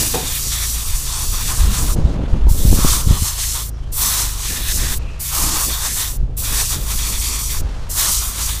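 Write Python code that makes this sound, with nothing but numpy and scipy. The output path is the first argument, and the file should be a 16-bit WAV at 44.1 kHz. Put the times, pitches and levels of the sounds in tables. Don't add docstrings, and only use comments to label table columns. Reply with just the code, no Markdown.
import sys
import numpy as np
from scipy import signal
from scipy.fft import rfft, irfft, next_fast_len
from scipy.io import wavfile
from scipy.ndimage import uniform_filter1d

SR = 44100
rng = np.random.default_rng(int(sys.argv[2]) if len(sys.argv) > 2 else 0)


def volts_from_db(level):
    exponent = np.asarray(level, float) / 20
    return 10 ** exponent


def pcm_store(signal):
    levels = np.round(np.clip(np.atleast_2d(signal), -1, 1) * 32767)
    wavfile.write(sys.argv[1], SR, levels.astype(np.int16).T)


N = 379260
T = np.arange(N) / SR


def unit(x):
    return x / np.sqrt(np.mean(x ** 2))


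def coloured(points):
    hz, db = np.transpose(points)
    size = next_fast_len(N)
    f = np.arange(size // 2 + 1) * SR / size + 1e-3
    gain = volts_from_db(np.interp(np.log(f), np.log(hz), db, left=-90, right=-90))
    return unit(irfft(rfft(rng.standard_normal(size)) * gain, size)[:N])


def walk(rate):
    k = int(SR / rate)
    stairs = rng.standard_normal(N // 8)[np.arange(N) // k]
    return unit(uniform_filter1d(uniform_filter1d(stairs, k), k))


def patchy(points, patch_db, rate):
    x = coloured(points)
    edges = [hz for hz, _ in points][2:-2]
    low = [signal.sosfilt(signal.butter(2, hz, fs=SR, output="sos"), x) for hz in edges]
    parts = np.diff([0 * x] + low + [x], axis=0)
    return sum(part * volts_from_db(patch_db * walk(rate)) for part in parts)


def resonance(x, hz, width_hz):
    return signal.lfilter(*signal.iirpeak(hz, hz / width_hz, SR), x)


def steep_band(x, hz, width_hz):
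    return unit(resonance(resonance(x, hz, width_hz), hz, width_hz))


def resonant(modes, patch_db, rate):
    bands = [steep_band(rng.standard_normal(N), hz, width_hz) for hz, width_hz, _ in modes]
    levels = [volts_from_db(db + patch_db * walk(rate)) for _, _, db in modes]
    return sum(level * band for level, band in zip(levels, bands))


def follow(table):
    s, db = np.transpose(table)
    return np.interp(T, s, db)


def held(start, length, edge_s):
    return np.clip(.5 + np.minimum(T - start, start + length - T) / edge_s, 0, 1)


def steps(rows, rest_db, edge_s):
    return rest_db + sum(held(s, length, edge_s) * (db - rest_db) for s, length, db in rows)


def swell(centre, half):
    return np.cos(np.pi / 2 * np.clip((T - centre) / half, -1, 1))


# frequency in Hz, strength in dB per Hz.
DIRT_COLOUR = [(300, -6), (600, 0), (1200, -2), (2100, -9.5), (2900, -9), (3600, -11), (5000, -27)]
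# frequency in Hz, strength in dB per Hz.
GRIT_COLOUR = [(3000, -26), (4000, 4), (6500, 1), (10000, -8), (15000, -21)]
# start in seconds, length in seconds, dull scrape in dB, grit in dB.
SCUFFS = [
    (1.95, .205, -42, -47),
    (2.155, .13, -41, -53),
    (2.285, .09, -42, -48),
    (2.375, .09, -43, -52),
    (2.465, .03, -41, -42),
    (3.65, .3, -51, -57),
    (4.97, .26, -45, -51),
    (6.15, .1, -53, -57),
    (7.58, .34, -43, -49),
]


def yard():
    edge_s = .03
    dirt_db = steps([(s, length, db) for s, length, db, _ in SCUFFS], -55, edge_s)
    grit_db = steps([(s, length, db) for s, length, _, db in SCUFFS], -63, edge_s)
    grit = coloured(GRIT_COLOUR) * volts_from_db(grit_db + 1.2 * walk(40))
    dirt = coloured(DIRT_COLOUR) * volts_from_db(dirt_db + 1.8)
    return (dirt + grit) * volts_from_db(0.2 * walk(29) + 1.3 * walk(150))


# frequency in Hz, strength in dB per Hz.
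BUFFET_COLOUR = [(5, -2.5), (12, 0.5), (40, -1.5), (80, -9.5), (130, -27.5), (250, -61)]
# frequency in Hz, strength in dB per Hz.
RUSTLE_COLOUR = [(80, -2), (160, -1.5), (300, -8.5), (500, -13), (1000, -26), (3000, -67)]
# time in seconds, buffeting in dB.
GUST = [(0, -23.5), (.8, -25), (1.15, -25), (1.5, -17.5), (1.9, -10), (2.4, -12.5), (2.8, -11.5),
        (3.05, -17.5), (3.35, -28), (3.8, -23.5), (4.55, -25), (4.85, -13.5), (5.3, -28.5), (6.3, -20.5),
        (7.2, -21), (8.6, -24.5)]
# centre in seconds, half length in seconds, extra buffeting in dB,
# extra rustle in dB.
SURGES = [(0.024, 0.087, -8, 16), (0.197, 0.11, -5, 13.5), (0.933, 0.086, 12, 1.5), (1.297, 0.11, 8.5, 2.5),
          (1.648, 0.065, 14, 4.5), (1.985, 0.047, -1, 11.5), (2.077, 0.045, 6, 3.5), (2.218, 0.2, -6, 4.5),
          (2.337, 0.02, 11, 7), (2.48, .07, 9.5, 0), (2.697, 0.11, 11, 9), (2.84, 0.049, 7, 1),
          (3.115, 0.076, 15, 10), (3.23, .03, 14, 7), (4.553, 0.08, 3, 12), (4.764, 0.064, 0, 0.5),
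          (4.985, 0.045, 9, 2), (5.48, .14, 11, 13), (5.691, 0.048, -6, 12.5), (6.22, 0.048, 12, 3),
          (6.784, 0.13, 3.5, 6.5), (7.357, .07, 1, 4), (7.626, 0.074, 9.5, 7.5)]
# time in seconds, peak in dB, width in milliseconds.
POPS = [(1.988, -3.5, 2.2), (2.053, 1, 4.3), (2.238, -9, 1.4), (2.334, 0, 5.6), (2.47, -10.5, 0.98),
        (2.515, -0.5, 4.8), (2.653, 0, 2.6), (2.71, 1.5, 5.8), (2.7291, 1.5, 1.3), (2.7392, -3, 2.16),
        (2.79, -5, 1.5), (2.8486, 3.5, 1.3), (2.856, -4, 2.7), (3.073, -0.5, 3.35), (3.11, 3, 3.3),
        (3.223, -4.5, 3.3), (6.231, -10, 3.3)]


def wind():
    rustle_share = 0.94
    snap_back = 2.17
    screen_limit = .8
    gust_db = follow(GUST)
    buffet_db = gust_db + sum(db * swell(s, half) for s, half, db, _ in SURGES)
    rustle_db = -39 + rustle_share * (gust_db + 25.5)
    rustle_db = rustle_db + sum(db * swell(s, half) for s, half, _, db in SURGES)
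    rustle = coloured(RUSTLE_COLOUR) * volts_from_db(rustle_db - 4.5 + 2.37 * walk(35))
    buffet = coloured(BUFFET_COLOUR) * volts_from_db(buffet_db - 3.0)
    out = screen_limit * np.tanh((buffet + rustle) / screen_limit)
    for at, db, ms in POPS:
        near = slice(int((at - .05) * SR), int((at + .05) * SR))
        u = (T[near] - at) * 1000 / ms
        u = u * np.where(u > 0, snap_back, 1)
        out[near] *= 1 - 0.64 * np.exp(-u ** 2 / 8)
        out[near] -= volts_from_db(db) * (1 - 0.5 * u ** 2) * np.exp(-u ** 2 / 2)
    return out


# time in seconds, firing rate in Hz, level of the second order in dB.
IDLE = [(0.0, 27.53, -22), (0.76, 28.07, -32.5), (1.51, 25.36, -24.5), (2.03, 27.75, -23),
        (3.11, 27.36, -24), (3.78, 27.35, -28.5), (4.45, 23.53, -28), (4.859, 26.93, -26.5),
        (5.25, 29.47, -30), (6.272, 25.44, -28), (6.66, 26, -24.5), (7.21, 27.1, -31), (8.6, 27.1, -29)]
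# multiple of the firing rate, level in dB.
EXHAUST_ORDERS = [(1, -11.5), (2, -1), (3, -11), (4, -12), (5, -12.5), (6, -48)]


def engine():
    s, hz, db = np.transpose(IDLE)
    rate_hz = np.interp(T, s, hz) * (1 + 0.0077 * walk(9))
    turn = 2 * np.pi * np.cumsum(rate_hz) / SR
    orders = np.zeros(N)
    for multiple, order_db in EXHAUST_ORDERS:
        strength = volts_from_db(order_db + 2.7 * walk(8.6))
        orders += strength * np.sin(round(multiple) * turn + 2 * np.pi * rng.random())
    return np.sqrt(2) * volts_from_db(np.interp(T, s, db)) * orders


# frequency in Hz, level in dB, time to fade by 60 dB in seconds.
PANEL = [(487, 8, 0.035), (650, -3, .08), (740, 2, 0.3), (870, 0, .12), (1090, -15, 0.09), (2510, -5, .15)]


def knock():
    age = np.clip(T[:SR] - .139, 0, None)
    fade = np.exp(-age / 0.006) + 0.45 * np.exp(-age / 0.065)
    blow = np.minimum(age / .004, 1) * rng.standard_normal(SR) * fade
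    ring = volts_from_db(-21.0) * unit(resonance(blow, 410, 500))
    for hz, db, t60 in PANEL:
        width_hz = np.log(1000) / np.pi / t60
        ring = ring + volts_from_db(db) * unit(resonance(blow, hz, width_hz))
    return np.pad(volts_from_db(-10.5) * ring / np.abs(ring).max(), (0, N - SR))


# centre in
# seconds, half length in seconds, pitch in Hz, level in dB.
NARROW_SWELLS = [
    (5.09, 0.13, 2570, -45.5),
    (3.85, 0.059, 3100, -54),
    (3.76, .08, 5500, -57),
    (2.61, 0.04, 3500, -39),
    (1.7, .06, 200, -28),
    (2.0, .05, 150, -20),
    (2.485, .02, 900, -34),
    (1.8, 0.061, 140, -22),
    (5.5, .12, 310, -34),
    (2.08, .06, 3800, -49),
]


def rim():
    air = rng.standard_normal(N)
    return sum(volts_from_db(db) * swell(s, half) * steep_band(air, hz, 0.18 * hz) for s, half, hz, db in NARROW_SWELLS)


# start in seconds, end in seconds.
BLASTS = [
    (0, 1.955),
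    (2.486, 3.7),
    (3.92, 4.985),
    (5.196, 6.175),
    (6.369, 7.613),
    (7.894, 8.6),
]


def valve():
    trigger = sum((T >= a) & (T < b) for a, b in BLASTS) * 1.
    return uniform_filter1d(trigger, int(0.013 * SR)) ** 2


# frequency in Hz, strength in dB per Hz.
FREE_JET_COLOUR = [(7000, -8), (10000, -2.5), (12000, -3), (15300, -3), (16000, -32)]


def free_jet(aim_db):
    aim_share, aiming_s, sag_db_per_s = 0.77, 0.13, 3
    off_aim = sum(np.exp(-np.abs(T - s) / aiming_s) for s in np.ravel(BLASTS)[1:-1])
    sag_db = sag_db_per_s * sum((T >= a) * (T < b) * (T - a - .5) for a, b in BLASTS)
    level_db = -31 + aim_share * (aim_db + 25) + 7.5 * off_aim - sag_db
    return coloured(FREE_JET_COLOUR) * volts_from_db(level_db + 1.8 * walk(16) - 0.5)


STROKE_EDGE_S = 0.021
# frequency in Hz, strength in dB per Hz.
PLEATS_COLOUR = [(1760, -21.5), (3000, -5), (3610, -7.5), (4060, -3), (5120, -2), (5980, 0.5), (8180, 0),
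                 (12000, -6.5), (15600, -15), (22000, -120)]
# start in seconds, length in seconds,
# mesh over the pleats in dB, whistling holes over the mesh in dB.
STROKES = [(-0.01, 0.082, -17.5, 1.5), (0.127, 0.26, -9.5, 1), (0.509, 0.15, -10.7, 1),
           (0.755, 0.083, -12, 3.5), (0.877, 0.085, -9, 2), (1.071, 0.172, -12.5, 4.5),
           (1.332, 0.189, -13.5, 6), (1.594, 0.21, -11, 0), (1.846, 0.075, -12, -5),
           (2.486, 0.28, -17.5, 3), (2.77, 0.25, -13, 1.8), (3.075, 0.11, -11, 3), (3.21, 0.21, -16, 1.5),
           (3.43, 0.025, -8.5, -4), (3.546, 0.1, -13, 2), (3.972, 0.6, -13.5, 0), (4.562, 0.17, -7, 0),
           (4.781, 0.17, -5.5, -1.5), (5.214, 0.4, -13.5, -0.5), (5.69, 0.24, -13, 3.5),
           (5.963, 0.13, -12.5, 6.5), (6.44, 0.18, -10, 3.5), (6.717, 0.22, -11, 1.0),
           (6.98, 0.12, -10, 2.5), (7.117, 0.065, -8.5, 4), (7.218, 0.2, -10, 3.5),
           (7.493, 0.096, -9.5, -0.7), (7.964, 0.13, -14.5, -1), (8.208, 0.22, -16.5, 4),
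           (8.48, 0.12, -12.1, 3)]


def pleat_roar():
    roar = patchy(PLEATS_COLOUR, patch_db=1.74, rate=23)
    on_mesh = sum(held(s, length, STROKE_EDGE_S) for s, length, *_ in STROKES)
    on_rib = 1 - np.clip(on_mesh, 0, 1)
    lower = signal.sosfiltfilt(signal.butter(2, 4000, fs=SR, output="sos"), roar)
    return (roar - 0.24 * on_rib * lower) * volts_from_db(-0.45)


# frequency in Hz, width in Hz, level in dB.
MESH_BANDS = [(1894, 820, -1), (2380, 550, -5)]
# frequency in Hz, width in Hz, level in dB.
HOLE_BANDS = [(3580, 930, 0.5), (4420, 1000, -7), (5860, 1000, -10)]


def mesh_and_holes():
    mesh_db = steps([(s, length, db) for s, length, db, _ in STROKES], -20.5, STROKE_EDGE_S)
    holes_db = steps([(s, length, db + over) for s, length, db, over in STROKES], -23.5, STROKE_EDGE_S)
    mesh = resonant(MESH_BANDS, patch_db=2.5, rate=12) * volts_from_db(mesh_db - 2.5)
    holes = resonant(HOLE_BANDS, patch_db=2.5, rate=12) * volts_from_db(holes_db - 2.0)
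    return mesh + holes


# frequency in Hz, width in Hz, level in dB.
DRUM_BANDS = [(1115, 580, 1.5), (745, 760, -8.5), (356, 280, -14)]
# start in seconds, length in seconds, level over the pleats in dB.
BOOMS = [(0.012, 0.044, -18), (0.138, 0.19, -16.5), (0.511, 0.16, -17), (0.756, 0.214, -16.5),
         (1.068, 0.19, -12), (1.327, 0.11, -13), (1.487, 0.07, -8), (1.578, 0.28, -11),
         (1.876, 0.053, -6.5), (2.496, 0.19, -15), (2.762, 0.14, -9), (2.917, 0.14, -9),
         (3.079, 0.11, -9.0), (3.233, 0.17, -13.5), (3.542, 0.089, -9.5), (3.959, 0.51, -13),
         (4.538, 0.186, -15), (4.769, 0.19, -12), (5.304, 0.35, -10.5), (5.695, 0.2, -10.3),
         (5.964, 0.18, -13.2), (6.419, 0.22, -12), (6.707, 0.24, -13), (6.978, 0.22, -16.5),
         (7.22, 0.22, -16.5), (7.535, 0.05, -10), (7.904, 0.21, -14), (8.209, 0.22, -12.5),
         (8.471, 0.039, -12.5), (8.539, 0.05, -13)]


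def drum():
    level_db = steps(BOOMS, -22, STROKE_EDGE_S)
    return resonant(DRUM_BANDS, patch_db=0.5, rate=9.9) * volts_from_db(level_db - 0.45)


def echo(x):
    age = T[:SR // 2]
    tail = rng.standard_normal(len(age)) * volts_from_db(-60 * age / .25)
    wash = signal.fftconvolve(x, tail / np.sqrt(np.sum(tail ** 2)))[:N]
    return volts_from_db(-30) * signal.lfilter(*signal.butter(1, 14000, fs=SR), wash)


# delay in milliseconds, share of the direct sound.
GLANCES = [(.52, .12), (.86, .22), (.95, -.16), (1.14, .13), (2.68, -.08), (2.81, .08)]


def glances(x):
    out = np.zeros(N)
    for ms, share in GLANCES:
        late = np.pad(x, (int(ms * SR / 1000 + .5), 0))[:N]
        out += share * (0.34 + .5 * walk(3.957)) * late
    return out


# time in seconds, jet on the pleats in dB.
SWEEPS = [
    [(0.0, -17.5), (0.2, -26.5), (0.646, -22.5), (0.824, -28), (1.634, -24.5), (1.682, -29.5), (1.754, -23),
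     (1.938, -29), (1.95, -38)],
    [(2.49, -37), (2.496, -34.5), (2.92, -18.5), (3.048, -30.5), (3.282, -22), (3.348, -30.5), (3.408, -21),
     (3.568, -26), (3.69, -36.5)],
    [(3.93, -34), (4.02, -20), (4.23, -21.5), (4.354, -31.5), (4.494, -23.5), (4.646, -29), (4.678, -25.5),
     (4.936, -28), (4.98, -34)],
    [(5.2, -32), (5.39, -20.5), (5.488, -22.5), (5.616, -21), (5.79, -28), (5.864, -22.5), (5.89, -27.5),
     (6.01, -23), (6.17, -38.5)],
    [(6.375, -30), (6.613, -20), (6.741, -23), (6.789, -32.5), (6.871, -30.5), (6.911, -23.5), (7.029, -26),
     (7.519, -25.5), (7.605, -33)],
    [(7.9, -31.5), (7.952, -28), (7.994, -19), (8.138, -18), (8.33, -30), (8.434, -22), (8.514, -26),
     (8.6, -33)],
]


def blow_gun():
    aim_db = follow(np.concatenate(SWEEPS)) + 0.95
    flutter_db = 0.58 * walk(90) + 0.51 * walk(400)
    missing = free_jet(aim_db)
    on_filter = volts_from_db(aim_db) * (pleat_roar() + mesh_and_holes() + drum())
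    jet = valve() * volts_from_db(flutter_db) * (missing + on_filter)
    return jet + echo(jet) + glances(jet)


# time in seconds, level in dB.
SPREADS = [
    (.315, -27),
    (0.701, -41),
    (1.46, -48),
    (3.2, -48),
    (6.501, -33),
    (8.002, -23),
]


def spread():
    patches = sum(volts_from_db(db) * swell(s, 0.012) for s, db in SPREADS)
    hiss = coloured([(3400, -32), (4000, -4), (8000, 3), (15000, -4)])
    return patches * hiss + volts_from_db(-47.5) * coloured(BUFFET_COLOUR)


def scene():
    middle = blow_gun() + engine() + wind() + yard() + knock() + rim()
    return middle + np.outer([1, -1], spread())


def top_cut(x):
    return signal.sosfilt(signal.butter(12, 16430, fs=SR, output="sos"), x)


def record(dry):
    dull = signal.sosfilt(signal.ellip(12, .2, 60, 15280, fs=SR, output="sos"), dry)
    return top_cut(np.clip(dull, -1, 1))


dry = scene()
out = record(dry)
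pcm_store(out)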